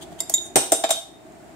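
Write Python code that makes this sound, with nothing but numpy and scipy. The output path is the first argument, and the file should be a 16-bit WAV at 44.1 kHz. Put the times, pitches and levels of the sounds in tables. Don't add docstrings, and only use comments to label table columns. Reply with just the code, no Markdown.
import sys
import numpy as np
from scipy import signal
from scipy.fft import rfft, irfft
from scipy.io import wavfile
from scipy.ndimage import uniform_filter1d

SR = 44100
rng = np.random.default_rng(int(sys.argv[2]) if len(sys.argv) > 2 else 0)


def digitize_waveform(pressure):
    field = np.atleast_2d(pressure).T
    bounded = np.clip(field, -1, 1)
    quanta = np.round(bounded * 32767).astype(np.int16)
    wavfile.write(sys.argv[1], SR, quanta)


N = 68355
T = np.arange(N) / SR
CRACK_RISE_S = 0.00069

# pitch_hz, level_db, fade_s (time to fall 60 dB)
OPENER_TONES = [(3676, 2, .11), (3786, -11, .11), (3350, -22, 0.2), (4344, -35, .12), (7240, -3.5, 0.052),
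                (7365, 0, 0.064), (13000, -31, 0.093), (13900, -39, 0.096), (14600, -48, 0.096)]
TABLE_TONES = [(271, -17, 0.089), (142.2, -22, 0.068), (371, -16.5, 0.035), (458.4, -17.5, 0.089),
               (559.4, -9, 0.053), (635.6, 0, 0.036), (671.2, 2, 0.058), (783, -8, 0.057),
               (884, -21, 0.067), (1107, -19.5, 0.019)]


def from_db(db):
    return 10 ** (np.asarray(db) / 20)


def at_hz(points, hz):
    pitches, values = np.transpose(points)
    return np.interp(np.log(np.maximum(hz, 1)), np.log(pitches), values)


def stereo_gains(hz):
    # pitch_hz, left_minus_right_db
    balance = [(60, 10), (300, 1.5), (650, -2.5), (3000, 1), (7000, -1.5), (9000, 1), (14000, 1.5)]
    return from_db(np.array([[1], [-1]]) * at_hz(balance, hz) / 2)


def noise(colour, drive=1.0):
    # pitch_hz, likeness (0 to 1)
    likeness = [(40, 0), (120, 0.33), (300, 0.65), (700, 0.52), (1300, 0), (16000, 0.07)]
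    hz = np.arange(N + 1) * SR / (2 * N)
    middle, side = rfft(rng.standard_normal((2, N)) * drive, 2 * N)
    alike = at_hz(likeness, hz)
    pair = np.sqrt(1 + alike) * middle + np.sqrt(1 - alike) * side * [[1], [-1]]
    sound = irfft(pair * stereo_gains(hz) * from_db(at_hz(colour, hz)))[:, :N]
    return sound / np.sqrt(np.mean(sound ** 2))


def envelope(start_s, rise_s, hold_s, fade_s):
    age = np.maximum(T - start_s, 0)
    return np.minimum(age / rise_s, 1) * from_db(-60 * np.maximum(age - hold_s, 0) / fade_s)


def swell(peak_s, half_length_s):
    return np.exp(-.5 * ((T - peak_s) / half_length_s) ** 2)


def ring(tones, start_s, db, tilt_db=0, fade_share=1, hold_s=0):
    # pitch_hz, lead_radians
    left_lead = [(300, 1.1), (700, 0.6), (3700, 1.43), (7000, 0.72), (14000, 3.2)]
    rise_cycles = 2.36
    sound = np.zeros((2, N))
    for k, (hz, level_db, fade_s) in enumerate(tones):
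        phase = 2 * np.pi * hz * (T - start_s) + k * np.pi
        stereo_shift = np.array([[.5], [-.5]]) * at_hz(left_lead, hz)
        gain = from_db(db + level_db + tilt_db * np.log2(hz / tones[0][0]))
        shape = envelope(start_s, rise_cycles / hz, hold_s, fade_s * fade_share)
        sound += gain * stereo_gains(hz) * shape * np.sin(phase + stereo_shift)
    return sound


def air():
    # pitch_hz, level_db
    colour = [(25, -42), (55, -11.5), (85, -15), (130, -11.5), (200, -11), (290, -7), (346, -2.5),
              (400, -8), (490, -20.5), (580, -14.5), (650, -3.5), (765, -11.5), (900, -16.5), (1130, -21.5),
              (1800, -22.5), (3500, -32), (6400, -34.5), (7100, -29), (8600, -31.5), (10400, -38.5),
              (16000, -43.5)]
    # time_s, level_db
    gain_curve = [(0, -42), (.25, -43), (.52, -44), (1.0, -52), (1.15, -47.5), (1.3, -45), (1.55, -44)]
    return from_db(np.interp(T, *np.transpose(gain_curve))) * noise(colour)


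def room_echo(sound):
    # pitch_hz, fade_s
    fade_times = [(150, 0.14), (700, 0.58), (2000, 0.35), (4000, 0.4746), (8500, 0.3), (15000, 0.42)]
    # pitch_hz, level_db
    levels = [(150, -11), (300, -12.5), (650, -17), (1100, -6.5), (2000, -10), (3700, -3), (7000, -6.5),
              (8500, -1), (14000, -15.5)]
    edges_hz = np.geomspace(60, 17000, 17)
    hiss = [noise([(20, 0), (20000, 0)]) for _ in range(2)]
    echo = 0
    for k, (low, high) in enumerate(zip(edges_hz, edges_hz[1:])):
        hz = np.sqrt(low * high)
        band = signal.sosfilt(signal.butter(2, [low, high], "band", fs=SR, output="sos"), hiss[k % 2])
        fade = envelope(start_s=0.003, rise_s=CRACK_RISE_S, hold_s=0, fade_s=at_hz(fade_times, hz))
        echo += from_db(at_hz(levels, hz)) * band * fade / np.sqrt(np.sum(fade ** 2))
    mono = sound.sum(axis=0, keepdims=True) / np.sqrt(2)
    return signal.fftconvolve(mono, echo, axes=1)[:, :N]


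def hand_bumps():
    # peak_s, half_length_s, pitch_hz, level_db
    pushes = [(0.121, 0.012, 165, -43.5), (0.37, 0.021, 58, -54)]
    sound = 0
    for peak_s, half_length_s, hz, db in pushes:
        rumble = noise([(hz / 2, -20), (hz, 0), (hz * 2, -20), (hz * 10, -80)])
        sound += from_db(db) * swell(peak_s, half_length_s) * rumble
    return sound


def scrapes():
    # peak_s, half_length_s, dull_db, bright_db
    strokes = [(0.027, 0.01, -42, -44), (0.129, 0.0047, -51, -57), (0.198, 0.0071, -41.5, -43),
               (.322, 0.016, -52, -36), (0.461, 0.014, -58, -39.5), (0.945, 0.03, -38, -48),
               (1.269, 0.00099, -66, -58), (1.322, 0.00097, -58, -50)]
    # pitch_hz, level_db
    dull_colour = [(500, -10), (1500, -19), (2600, -14), (3250, 5), (3900, -5), (4500, -6.5), (6000, -26),
                   (15000, -16.5)]
    bright_colour = [(2000, -12.5), (4400, -36), (5900, -5.5), (6450, 0), (6750, 0.5), (7300, -1),
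                     (7900, -7.5), (8600, 5), (9600, -8), (11200, -9.5), (12500, -20), (16000, -24)]
    slips_per_s = 9800
    slips = rng.random(N) < slips_per_s / SR
    dull, bright = noise(dull_colour, slips), noise(bright_colour, slips)
    return sum(swell(peak_s, half_length_s) * (from_db(dull_db) * dull + from_db(bright_db) * bright)
               for peak_s, half_length_s, dull_db, bright_db in strokes)


def neck_clinks():
    # start_s, tick_db, tick_tilt_db_per_octave, knock_db, opener_db, opener_tilt_db_per_octave,
    # fade_share (how much of the opener's ring time the hand leaves), bottle_db, cap_ping_db
    clinks = [(0.118, -54, -1, -32.5, -71, 0, .5, -56, -76),
              (0.2035, -23, -2.5, -33.5, -24, 14.5, 0.26, -25, -66),
              (0.296, -20, -1, -24.5, -48, -1, 0.44, -32.5, -27.5),
              (0.3394, -16, 1, -63, -20, 7.5, 1, -26.5, -3.5),
              (0.3805, -50, 4, -56, -21, -28, 0.33, -39, -42)]
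    # pitch_hz, level_db
    tick_colour = [(200, -24.5), (1200, -10.5), (2600, -9), (4200, -6), (5500, 3.5), (9000, 9),
                   (11000, 6.5), (15500, 2.5)]
    # pitch_hz, level_db, fade_s
    bottle_tones = [(2060, -13, 0.098), (950, -10, 0.038), (4660, -4.5, 0.034), (4970, -4.5, 0.04),
                    (5570, -7, .02), (8280, -4, 0.022), (8840, 0, 0.047), (11620, 1, 0.034)]
    cap_ping_tones = [(6883, 0, 0.034), (6830, -28, 0.063), (6960, -45, 0.038)]
    sound = 0
    for (start_s, tick_db, tick_tilt, knock_db, opener_db, opener_tilt,
         share, bottle_db, cap_ping_db) in clinks:
        tick = noise([(hz, db + tick_tilt * np.log2(hz)) for hz, db in tick_colour])
        sound += from_db(tick_db) * envelope(start_s, CRACK_RISE_S, hold_s=0.0011, fade_s=0.043) * tick
        sound += ring(TABLE_TONES, start_s, knock_db)
        sound += ring(OPENER_TONES, start_s, opener_db, opener_tilt, fade_share=share)
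        sound += ring(bottle_tones, start_s, bottle_db)
        sound += ring(cap_ping_tones, start_s, cap_ping_db)
    return sound


def table_bounces():
    # start_s, chatter_s, thud_db, table_db, table_tilt_db_per_octave, clack_db, cap_db,
    # opener_db, opener_tilt_db_per_octave
    bounces = [(0.5568, .016, -12.5, -0.5, -6.5, -15.5, -9, -24, 0.5),
               (0.7194, 0.0059, -17.5, -10, 1, -20.5, -9.5, -26.5, 7),
               (0.8374, 0.01, -31.5, -18.5, 5.5, -22.5, -34, -23.5, -0.5),
               (0.8906, .001, -60, -29.5, 6.5, -29, -28, -37, 4),
               (0.9057, 0.0019, -60, -22.5, 6, -20.5, -12.5, -20, 1.5)]
    # pitch_hz, level_db
    thud_colour = [(30, -8), (90, -32), (135, -15.5), (190, -28), (275, -1), (390, 2), (440, -8), (600, 4),
                   (800, -2.5), (1300, -22), (4000, -39)]
    clack_colour = [(150, -28), (500, -4), (900, -3), (1400, 0), (2800, -2.5), (3500, 0), (4300, -5.5),
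                    (6000, -8), (10000, -12.5), (16000, -27)]
    jingle_colour = [(1500, -60), (4500, -18), (6000, -7.5), (7000, -8), (7700, -6.5), (8200, 2.5),
                     (8800, 0.5), (9600, -9.5), (11500, -13), (12500, -13), (16000, -19)]
    thud, clack, jingle = noise(thud_colour), noise(clack_colour), noise(jingle_colour)
    # pitch_hz, level_db, fade_s
    cap_tones = [(8720, 6, 0.044), (9000, -8, 0.038), (8300, -12, 0.029), (8750, 8, 0.048),
                 (6150, 5, 0.046), (10200, -8, .08)]
    sound = 0
    for (start_s, chatter_s, thud_db, table_db, table_tilt,
         clack_db, cap_db, opener_db, opener_tilt) in bounces:
        sound += from_db(thud_db) * envelope(start_s, rise_s=0.0017, hold_s=chatter_s, fade_s=0.063) * thud
        sound += from_db(clack_db) * envelope(start_s, CRACK_RISE_S, chatter_s / 2, fade_s=0.065) * clack
        sound += from_db(cap_db) * envelope(start_s, CRACK_RISE_S, chatter_s / 2, fade_s=0.056) * jingle
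        sound += ring(cap_tones, start_s, cap_db - 18)
        sound += ring(TABLE_TONES, start_s, table_db, table_tilt, hold_s=0.0027)
        sound += ring(OPENER_TONES, start_s, opener_db, opener_tilt)
    return sound


def scene():
    in_hand = scrapes() + hand_bumps() + neck_clinks()
    on_table = table_bounces()
    into_room = from_db(-4) * in_hand + from_db(1) * on_table
    return in_hand + on_table + air() + room_echo(into_room)


def record(dry):
    bass_cut_hz, treble_cut_hz = 43.2, 15600
    limit_db, cut_share, window_s, recovery_db_per_s = -10.5, 0.69, 0.009, 171
    sound = signal.sosfilt(signal.butter(2, bass_cut_hz, "high", fs=SR, output="sos"), dry)
    power = uniform_filter1d(np.mean(sound ** 2, axis=0), int(window_s * SR))
    level_db = 10 * np.log10(np.abs(power) + 1e-12)
    wanted_cut_db = np.maximum(level_db - limit_db, 0) * cut_share
    recovery_db = recovery_db_per_s * T
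    cut_db = np.maximum.accumulate(wanted_cut_db + recovery_db) - recovery_db
    rounded = np.tanh(sound * from_db(-cut_db))
    return signal.sosfilt(signal.ellip(10, .1, 80, treble_cut_hz, fs=SR, output="sos"), rounded)


dry = scene()
out = record(dry)
digitize_waveform(out)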